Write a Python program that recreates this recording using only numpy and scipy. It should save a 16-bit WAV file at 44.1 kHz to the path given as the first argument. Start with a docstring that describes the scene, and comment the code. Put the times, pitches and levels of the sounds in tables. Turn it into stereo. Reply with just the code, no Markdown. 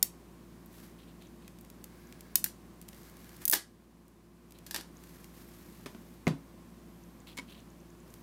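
"""A ratcheting crimping tool is squeezed shut on a metal connector, close by, in a small workshop.
The pawl snaps over its last teeth, then the jaws spring open with a quick run of clicks and a clack.
Fingers work the wire into a metal housing, which is bumped and thumps. A machine hums faintly.
Impacts are shaped noise bursts that excite decaying modes and room reflections;
friction is grainy noise and ringing slips; hum, squeals and pips are sine tones."""
import sys
import numpy as np
from scipy import signal
from scipy.fft import rfft, irfft, next_fast_len
from scipy.io import wavfile
from scipy.ndimage import uniform_filter1d, map_coordinates

SR = 44100
rng = np.random.default_rng(int(sys.argv[2]) if len(sys.argv) > 2 else 0)


def master_out(mix):
    """Clip the mix to full scale and print it as 16-bit PCM to the path in sys.argv[1]."""
    frames = np.transpose(np.atleast_2d(mix))
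    ceiling = np.clip(frames, -1, 1)
    pcm = np.round(ceiling * 32767).astype(np.int16)
    wavfile.write(sys.argv[1], SR, pcm)


N = 362662  # samples in the scene


def gain_of(db):
    """A level difference in decibels is 20 times the logarithm of an amplitude ratio."""
    return 10 ** (np.asarray(db) / 20)


def evened(x):
    """Normalises the mean power: rms 1."""
    return x / np.sqrt(np.mean(x ** 2) + 1e-20)


def unit(x):
    """Normalises the total energy: sum of squares 1."""
    return x / np.sqrt(np.sum(x ** 2) + 1e-20)


def read(points, hz):
    """Interpolates a spectrum along a logarithmic frequency axis."""
    f, value = np.transpose(points)
    return np.interp(np.log(hz + 1), np.log(f + 1), value)


def add(mix, s, sound):
    """Linear superposition: a sound joins the mix at time s."""
    part = mix[round(s * SR):][:len(sound)]
    part += sound[:len(part)]


def plateau(start, end, attack, release):
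    """A trapezoidal envelope: rises from 0 to 1, holds, and falls back."""
    t = np.arange(N) / SR
    return np.clip(np.minimum((t - start) / attack, (end - t) / release), 0, 1)


def noise(colour):
    """Steady coloured noise: a random spectrum weighted by a frequency response, at rms 1."""
    size = next_fast_len(N)
    spectrum = rfft(rng.standard_normal(size))
    weight = gain_of(read(colour, np.fft.rfftfreq(size, 1 / SR)))
    return evened(irfft(spectrum * weight, size)[:N])


def workshop(waver=0.13):
    """Discrete hum lines, phase-modulated in proportion to frequency, over broadband room noise."""
    # air of the workshop: f/Hz, level/dB
    air = [(20, -20), (85, -11), (130, -5.5), (190, 1), (235, 0), (275, -3.5), (360, -5.5), (430, -11),
           (900, -17.5), (1070, -14), (1250, -20), (3500, -28.5), (15500, -32.5), (16200, -55)]
    # hum of a machine: f/Hz, rms level/dB, before the dip
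    hum = [(57.5, -60.5), (115, -69), (172.5, -61.5), (230, -69.5), (345, -64.5)]
    t = np.arange(N) / SR
    out = gain_of(-55.5) * noise(air)
    for hz, db in hum:
        drift = np.interp(t, np.linspace(0, t[-1], 40), rng.standard_normal(40))
        phase = 2 * np.pi * (hz * t + rng.random()) + waver * drift * hz / hum[0][0]
        out += gain_of(db) * np.sqrt(2) * np.sin(phase)
    # the background sinks by 5.5 dB for about a second around and after the clack
    dip = plateau(3.43, 4.68, attack=0.035, release=0.35)
    return out * gain_of(-5.5 * dip)


def impulse(colour, tilt, size=4096):
    """A minimum-phase pulse: the Hilbert transform of the log gain supplies the causal phase."""
    hz = abs(np.fft.fftfreq(size, 1 / SR))
    octaves = np.log2(np.maximum(hz, 200) / 1000)  # from 1 kHz; the tilt is held below 200 Hz
    log_gain = np.log(gain_of(read(colour, hz) + tilt * octaves))
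    return np.fft.ifft(np.exp(np.conj(signal.hilbert(log_gain)))).real[:size // 2]


def chatter(decay, size=2048):
    """Micro-impacts: a first touch and a dying random flurry, whitened to an even spectrum."""
    t = np.arange(size) / SR
    flurry = unit(rng.standard_normal(size) * np.exp(-t / decay))
    flurry[0] += .25  # the first touch
    z = rfft(flurry)
    smooth_power = uniform_filter1d(abs(z) ** 2, size=41)
    return irfft(z / np.sqrt(smooth_power + 1e-12))[:size * 3 // 4]


def room(x, build_s=0.02128, early=0.62):
    """Reverberation: diffuse reflections thicken at first, while each band decays at its own rate."""
    # reverberation time of the room: f/Hz, t60/s
    room_t60 = [(150, 0.19), (1000, 0.23), (4000, 0.21), (9000, .21), (15000, 0.12)]
    hz, t, z = signal.stft(rng.standard_normal(len(x)), SR, nperseg=256)
    decay = gain_of(-60 * t / read(room_t60, hz)[:, None])
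    tail = signal.istft(z * decay, SR, nperseg=256)[1]
    t = np.arange(len(tail)) / SR
    density = np.minimum(early + (1 - early) * t / build_s, 1)
    tail *= density * (t > .002)  # no reflection in the first 2 ms
    return signal.fftconvolve(x, unit(tail))[:len(x)]


def blow(db, decay, tilt, ring_db=0, colour=(), modes=(), wet_db=-12):
    """Modal impact: contact noise, the modes it excites (if any) and its reflections."""
    t = np.arange(SR // 5) / SR
    contact = np.zeros(len(t))
    add(contact, 0, unit(signal.fftconvolve(chatter(decay), impulse(colour, tilt))))
    ring = np.zeros(len(t))
    for hz, mode_db, t60 in modes:
        level = mode_db + tilt * np.log2(hz) - 60 * t / t60
        ring += gain_of(level) * np.cos(2 * np.pi * hz * t)
    ring *= 1 - np.exp(-2 * t / decay)  # the ring builds while the parts touch
    sound = contact + gain_of(ring_db) * unit(ring) + gain_of(wet_db) * room(contact)
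    return gain_of(db) * np.sqrt(.003 * SR) * sound  # db: contact energy as an rms over 3 ms


def blows(rows, colour, modes, wet_db):
    """Superposes all the impacts on one part, which share its spectrum and modes."""
    out = np.zeros(N)
    for s, *hit in rows:
        add(out, s, blow(*hit, colour=colour, modes=modes, wet_db=wet_db))
    return out


def ratchet(rebound_s=0.0026, rebound_decay=0.0016, wet_db=-12.0, skip_wet_db=-18.0):
    """Released strain: the loaded pawl lands dead on each tooth; running free it rebounds once."""
    # loaded pawl snapping off a tooth, and at last onto its stop:
    # t/s, level/dB, decay time/s, brightness/(dB per octave), ring/dB
    snaps = [(0.0278, -18, 0.0017, -1, -0.5), (2.356, -15, 0.0024, -0.9, -9.5),
             (2.442, -20.5, 0.0009, -0.5, -15.5), (3.538, -19, 0.0027, -1, -13)]
    # freed pawl skipping back over the teeth as the jaws open:
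    # t/s, level/dB, brightness/(dB per octave), rebound relative to first hit/dB
    skips = [(3.454, -22.5, 2.5, -6), (3.4794, -24, 1, -2), (3.4985, -19, 3.5, -10.5),
             (3.5132, -24, 2.5, -2), (3.5254, -23, -0.5, -2)]
    # colour of the pawl contact: f/Hz, level/dB
    pawl_colour = [(100, -42.5), (700, -20), (1400, -20), (2000, -12.5), (3000, -13.5), (5000, -6),
                   (7500, -4), (9500, -2.5), (11500, 2), (12700, -0.5), (14000, 6.5), (15300, 3),
                   (16500, -19.5)]
    # modes of the pawl: f/Hz, level/dB, t60/s
    pawl_modes = [(3560, -9, 0.011), (4750, -10.5, .012), (5500, -5.5, .012), (7240, 9, 0.0052),
                  (8860, -3.5, 0.012), (11450, -2.5, 0.0092), (13500, -0.5, 0.017), (14300, -4.5, 0.012)]
    skip_decay_s, skip_ring_db = 0.00059, -20
    out = blows(snaps, pawl_colour, pawl_modes, wet_db)
    for s, db, tilt, rebound_db in skips:
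        hit = blow(db, skip_decay_s, tilt, skip_ring_db, pawl_colour, pawl_modes, skip_wet_db)
        rebound = blow(db + rebound_db, rebound_decay, tilt, colour=pawl_colour, wet_db=skip_wet_db)
        add(out, s, hit)
        add(out, s + rebound_s, rebound)
    return out


def ticks(decay_s=.0016, wet_db=-14.0):
    """Small contacts without modes: distinct ticks, and a jittered scatter from strained parts."""
    # ticks of the jaws, connector and wire: t/s, level/dB, brightness/(dB per octave)
    clear_ticks = [(0.6609, -51.5, 17), (1.2223, -57, 1), (1.4793, -48, 0.5), (1.6107, -52, 13),
                   (1.701, -49, 5), (1.8418, -41.5, 6), (2.125, -48.5, -1.5), (2.208, -46.5, 5),
                   (2.815, -47, 6.5), (2.8872, -44, 4), (2.931, -53, -2), (3.367, -52, 7.5),
                   (4.0811, -60.5, 7), (4.508, -55.5, 4.5), (5.038, -52.5, 3), (5.2434, -49, 1.5),
                   (7.2715, -52, -4), (8.14, -48.5, 4.5)]
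    # spells in which the strained parts give off fainter ticks: start t/s, end t/s
    strain_spells = [(1.56, 1.66), (2.79, 3.5), (4.5, 4.6)]
    # colour of a tick: f/Hz, level/dB
    tick_colour = [(100, -29), (1000, -13), (2200, 5), (4000, -0.5), (7000, -1), (10000, -3), (13500, -2.5),
                   (16000, -14.5)]
    ticks_per_s, strain_db, spread_db, strain_tilt = 14, -54, -2.5, 2.5
    rows = [(s, db, decay_s, tilt) for s, db, tilt in clear_ticks]
    for start, end in strain_spells:
        slots = np.arange(start, end, 1 / ticks_per_s)
        for s, (late, strength) in zip(slots, rng.random(size=(16, 2))):
            tick_s = s + .5 * late / ticks_per_s  # within the first half of its slot
            tick_db = strain_db + spread_db * (2 * strength - 1)
            rows.append((tick_s, tick_db, decay_s, strain_tilt))
    return blows(rows, tick_colour, [], wet_db)


def friction(pressure, colour, grain_db):
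    """Stick-slip friction: coloured noise whose slow random level makes uneven grains."""
    grip = gain_of(grain_db * evened(uniform_filter1d(rng.standard_normal(N), size=250)))
    return pressure * evened(grip * noise(colour))


def strokes(rows, attack, release, fade_db):
    """Friction follows grip: each stroke takes hold, eases as it travels and lets go."""
    # attack and release are shares of the length; fade_db is the change over the stroke
    t, out = np.arange(N) / SR, np.zeros(N)
    for start, length, db in rows:
        travelled = np.clip((t - start) / length, 0, 1)
        hold = plateau(start, start + length, attack * length, release * length)
        out += gain_of(db + fade_db * travelled) * hold
    return out


def creak(slips_per_s=330, spread_db=3.5):
    """Impulsive excitation: random slips of the skin each ring a few short resonances."""
    # resonances that the slipping skin excites: f/Hz, width/Hz, level/dB
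    skin_modes = [(2650, 240, -4), (3200, 250, -1.5), (4050, 280, 2)]
    strength = gain_of(spread_db * np.minimum(rng.exponential(1, N), 3))
    slips = (rng.random(N) < slips_per_s / SR) * strength
    t = np.arange(SR // 50) / SR
    ring = np.zeros(len(t))
    for hz, width, db in skin_modes:
        ring += gain_of(db) * np.exp(-np.pi * width * t) * np.sin(2 * np.pi * hz * t)
    return evened(signal.oaconvolve(slips, ring)[:N])


def hands(creak_db=-3.5):
    """Sliding friction: short creaking rubs, longer smoother slides, and pivots under the squeeze."""
    # short rubs of the fingers on handle and wire: start t/s, length/s, hiss level at the start/dB
    rub_rows = [(.98, 0.072, -62.5), (1.07, 0.056, -66), (1.2, 0.091, -62), (1.41, 0.095, -67.5),
                (4.54, .07, -66.5), (4.74, .08, -51), (7.265, 0.082, -55), (7.47, 0.17, -57.5)]
    # long slides of skin along handle or wire: start t/s, length/s, level at the start/dB
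    slide_rows = [(.68, 0.26, -58.5), (2.88, 0.26, -60), (3.05, 0.5, -61.5), (3.4, 0.061, -56.5),
                  (4.9, 0.5, -61.5), (5.33, 0.12, -62.5), (5.3, 0.66, -60.5), (5.8, 0.48, -66),
                  (8, 0.31, -67)]
    # pivots grinding through each squeeze of the handles: start t/s, length/s, level at the start/dB
    squeeze_rows = [(1.75, .65, -66), (2.85, 0.75, -66.5)]
    # colours of rub, slide and grind: f/Hz, level/dB
    rub_colour = [(500, -22), (2000, -9), (2750, 1), (3200, 1), (3750, 1.5), (4400, -6), (5500, -16),
                  (12000, -12), (16000, -17)]
    slide_colour = [(500, -6), (1800, 1.5), (2800, -5), (4500, -4), (6500, -5), (8500, -6), (10000, -6),
                    (13000, -0.5), (16000, -10)]
    grind_colour = [(400, -9), (1300, -8), (1650, 7.5), (1900, -6.5), (2150, 2), (2800, -14), (4600, -5),
                    (7000, -14), (16000, -11)]
    rub_grip = strokes(rub_rows, attack=0.14, release=0.16, fade_db=-9.5)
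    slide_grip = strokes(slide_rows, attack=0.32, release=0.32, fade_db=-1)
    squeeze_grip = strokes(squeeze_rows, attack=.3, release=.12, fade_db=-1)
    rubs = gain_of(creak_db) * rub_grip * creak() + friction(rub_grip, rub_colour, grain_db=3.0)
    slides = friction(slide_grip, slide_colour, grain_db=2.0)
    pivots = friction(squeeze_grip, grind_colour, grain_db=1.5)
    return rubs + slides + pivots


def pips(centre_hz=6700, length=0.004, glide=0.42, gap_s=.1):
    """Frequency-swept tone bursts: tiny soft rising chirps, alone or in an even run."""
    # faint high pips: first t/s, number of pips, peak level/dB
    pip_runs = [(1.2695, 1, -55), (2.0702, 1, -54), (4.9685, 1, -49.5), (7.0359, 1, -55), (7.202, 1, -52.5),
                (7.502, 7, -56)]
    out, t = np.zeros(N), np.arange(round(length * SR)) / SR
    for first, count, db in pip_runs:
        for k in range(round(count)):
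            pitch = centre_hz * rng.uniform(0.88, 1.1) * (1 + glide * (t / length - .5))
            tone = np.sin(2 * np.pi * np.cumsum(pitch) / SR)
            add(out, first + k * gap_s, gain_of(db) * np.hanning(len(t)) * tone)
    return out


def squeals(waver=.018, bends_per_s=28):
    """Random frequency modulation: a faint, very high tone wanders as it swells and fades."""
    # thin wavering squeals: start t/s, length/s, mean f/Hz, peak level/dB
    squeal_rows = [(1.943, 0.19, 11400, -73), (6.838, 0.4, 11900, -72)]
    out = np.zeros(N)
    for s, length, hz, db in squeal_rows:
        t = np.arange(round(length * SR)) / SR
        bends = map_coordinates(rng.standard_normal(size=32), [t * bends_per_s], mode="mirror")
        tone = np.sin(2 * np.pi * np.cumsum(hz * (1 + waver * bends)) / SR)
        add(out, s, gain_of(db) * signal.windows.tukey(len(t), .5) * tone)
    return out


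def frame():
    """Modal impact: blows on the steel frame of the tool excite its lightly damped modes."""
    # blows on the frame: t/s, level/dB, decay time/s, brightness/(dB per octave), ring/dB
    knocks = [(2.4435, -29.5, 0.0029, 5.5, -12), (2.4617, -46, 0.001, 0, 5.5),
              (3.531, -25, 0.0086, -1.5, -15), (3.5338, -20.5, 0.0027, 2, -6), (3.549, -26, 0.011, 5, -13),
              (4.665, -43, 0.006, 4, -14), (4.710, -34.5, 0.004, 3.5, -20),
              (4.7445, -29.5, 0.0028, 1.5, -25), (4.752, -37.5, 0.0034, -0.5, -25),
              (4.7615, -30, 0.003, 1.5, -32), (4.785, -41.5, 0.0043, -3.5, -18),
              (4.810, -42.5, 0.0027, 1.5, -16)]
    # colour of the contact: f/Hz, level/dB
    frame_colour = [(60, -16.5), (180, -9), (330, 4.5), (480, -3), (700, -1.5), (900, 3), (1200, -5.5),
                    (1620, 3), (2600, -4), (4800, -0.5), (6500, -6), (10000, -8.5), (14000, -7),
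                    (16500, -38.5)]
    # modes of the frame: f/Hz, level/dB, t60/s
    frame_modes = [(348, -7.5, 0.1), (1604, 9, 0.023), (1716, 12, 0.019), (1670, -7, 0.23),
                   (2870, -12, .12), (4990, -19.5, 0.1), (7030, -12, .13)]
    return blows(knocks, frame_colour, frame_modes, wet_db=-7.5)


def housing():
    """Modal impact: the hand bumps the metal housing, whose low modes make the thump."""
    # bumps of the hand: t/s, level/dB, decay time/s, brightness/(dB per octave), ring/dB
    bumps = [(5.860, -34.5, 0.0094, 4, -14), (5.948, -41, .002, 2, -15), (6.269, -18.5, 0.0024, 0.5, 2.5),
             (6.2775, -25.5, 0.0057, 3, -25), (6.303, -23, 0.0037, -9, -10)]
    # colour of the contact: f/Hz, level/dB
    housing_colour = [(25, -40), (80, -31), (140, 5), (300, 4), (420, -3.5), (510, -8.5), (700, -8),
                      (1100, -15), (1750, -21), (2200, -22.5), (2750, -25.5), (5000, -33), (9000, -42.5),
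                      (16000, -53)]
    # modes of the housing: f/Hz, level/dB, t60/s
    housing_modes = [(115, -15, 0.31), (157.4, 4, 0.23), (194, -11, 0.14), (244, -8, 0.14),
                     (272.5, -3, 0.27), (292, -9, 0.12), (388, -5.5, 0.13), (650, -6.5, 0.049),
                     (798, -11, 0.069), (2110, 9.5, 0.013), (2370, 2.5, 0.016), (6560, -0.5, .008)]
    return blows(bumps, housing_colour, housing_modes, wet_db=-7.5)


def connector():
    """Repeated modal impact: the connector skids on its terminal in a rapid run of clinks."""
    # clinks of the skid: t/s, level/dB, decay time/s, brightness/(dB per octave), ring/dB
    clinks = [(7.371, -46.5, 0.0018, 5, -1), (7.376, -40, 0.0026, 2, 1), (7.385, -36, 0.0059, -1, 2.5),
              (7.395, -48, 0.0027, 1.5, 8)]
    # colour of the contact: f/Hz, level/dB
    clink_colour = [(100, -19), (270, -2), (600, -8), (1500, -2.5), (2200, -3), (2800, -3), (3800, -3.5),
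                    (7000, -11.5), (10000, -13), (16000, -25)]
    # modes of the connector: f/Hz, level/dB, t60/s
    clink_modes = [(267, -12, 0.13), (970, -11.5, 0.076), (2205, -2, 0.034), (2270, -10, .03),
                   (4680, -21, 0.037), (7060, -8, .012)]
    return blows(clinks, clink_colour, clink_modes, wet_db=-12.5)


def scene():
    """Superposes tool, hands, housing and workshop at one point, alike in both channels."""
    tool = ratchet() + ticks() + frame()
    work = hands() + housing() + connector()
    mono = workshop() + tool + work + pips() + squeals()
    return np.tile(mono, (2, 1))


def record(dry, low_hz=38):
    """Band limiting: the microphone sheds the deep bass, then a low-pass cuts the top treble."""
    highpass = signal.butter(2, low_hz, "highpass", fs=SR, output="sos")
    thinned = signal.sosfilt(highpass, dry)
    lowpass = signal.firwin(255, 16100, window=("kaiser", 8), fs=SR)
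    return signal.oaconvolve(thinned, lowpass[None], "same")


dry = scene()
out = record(dry)
master_out(out)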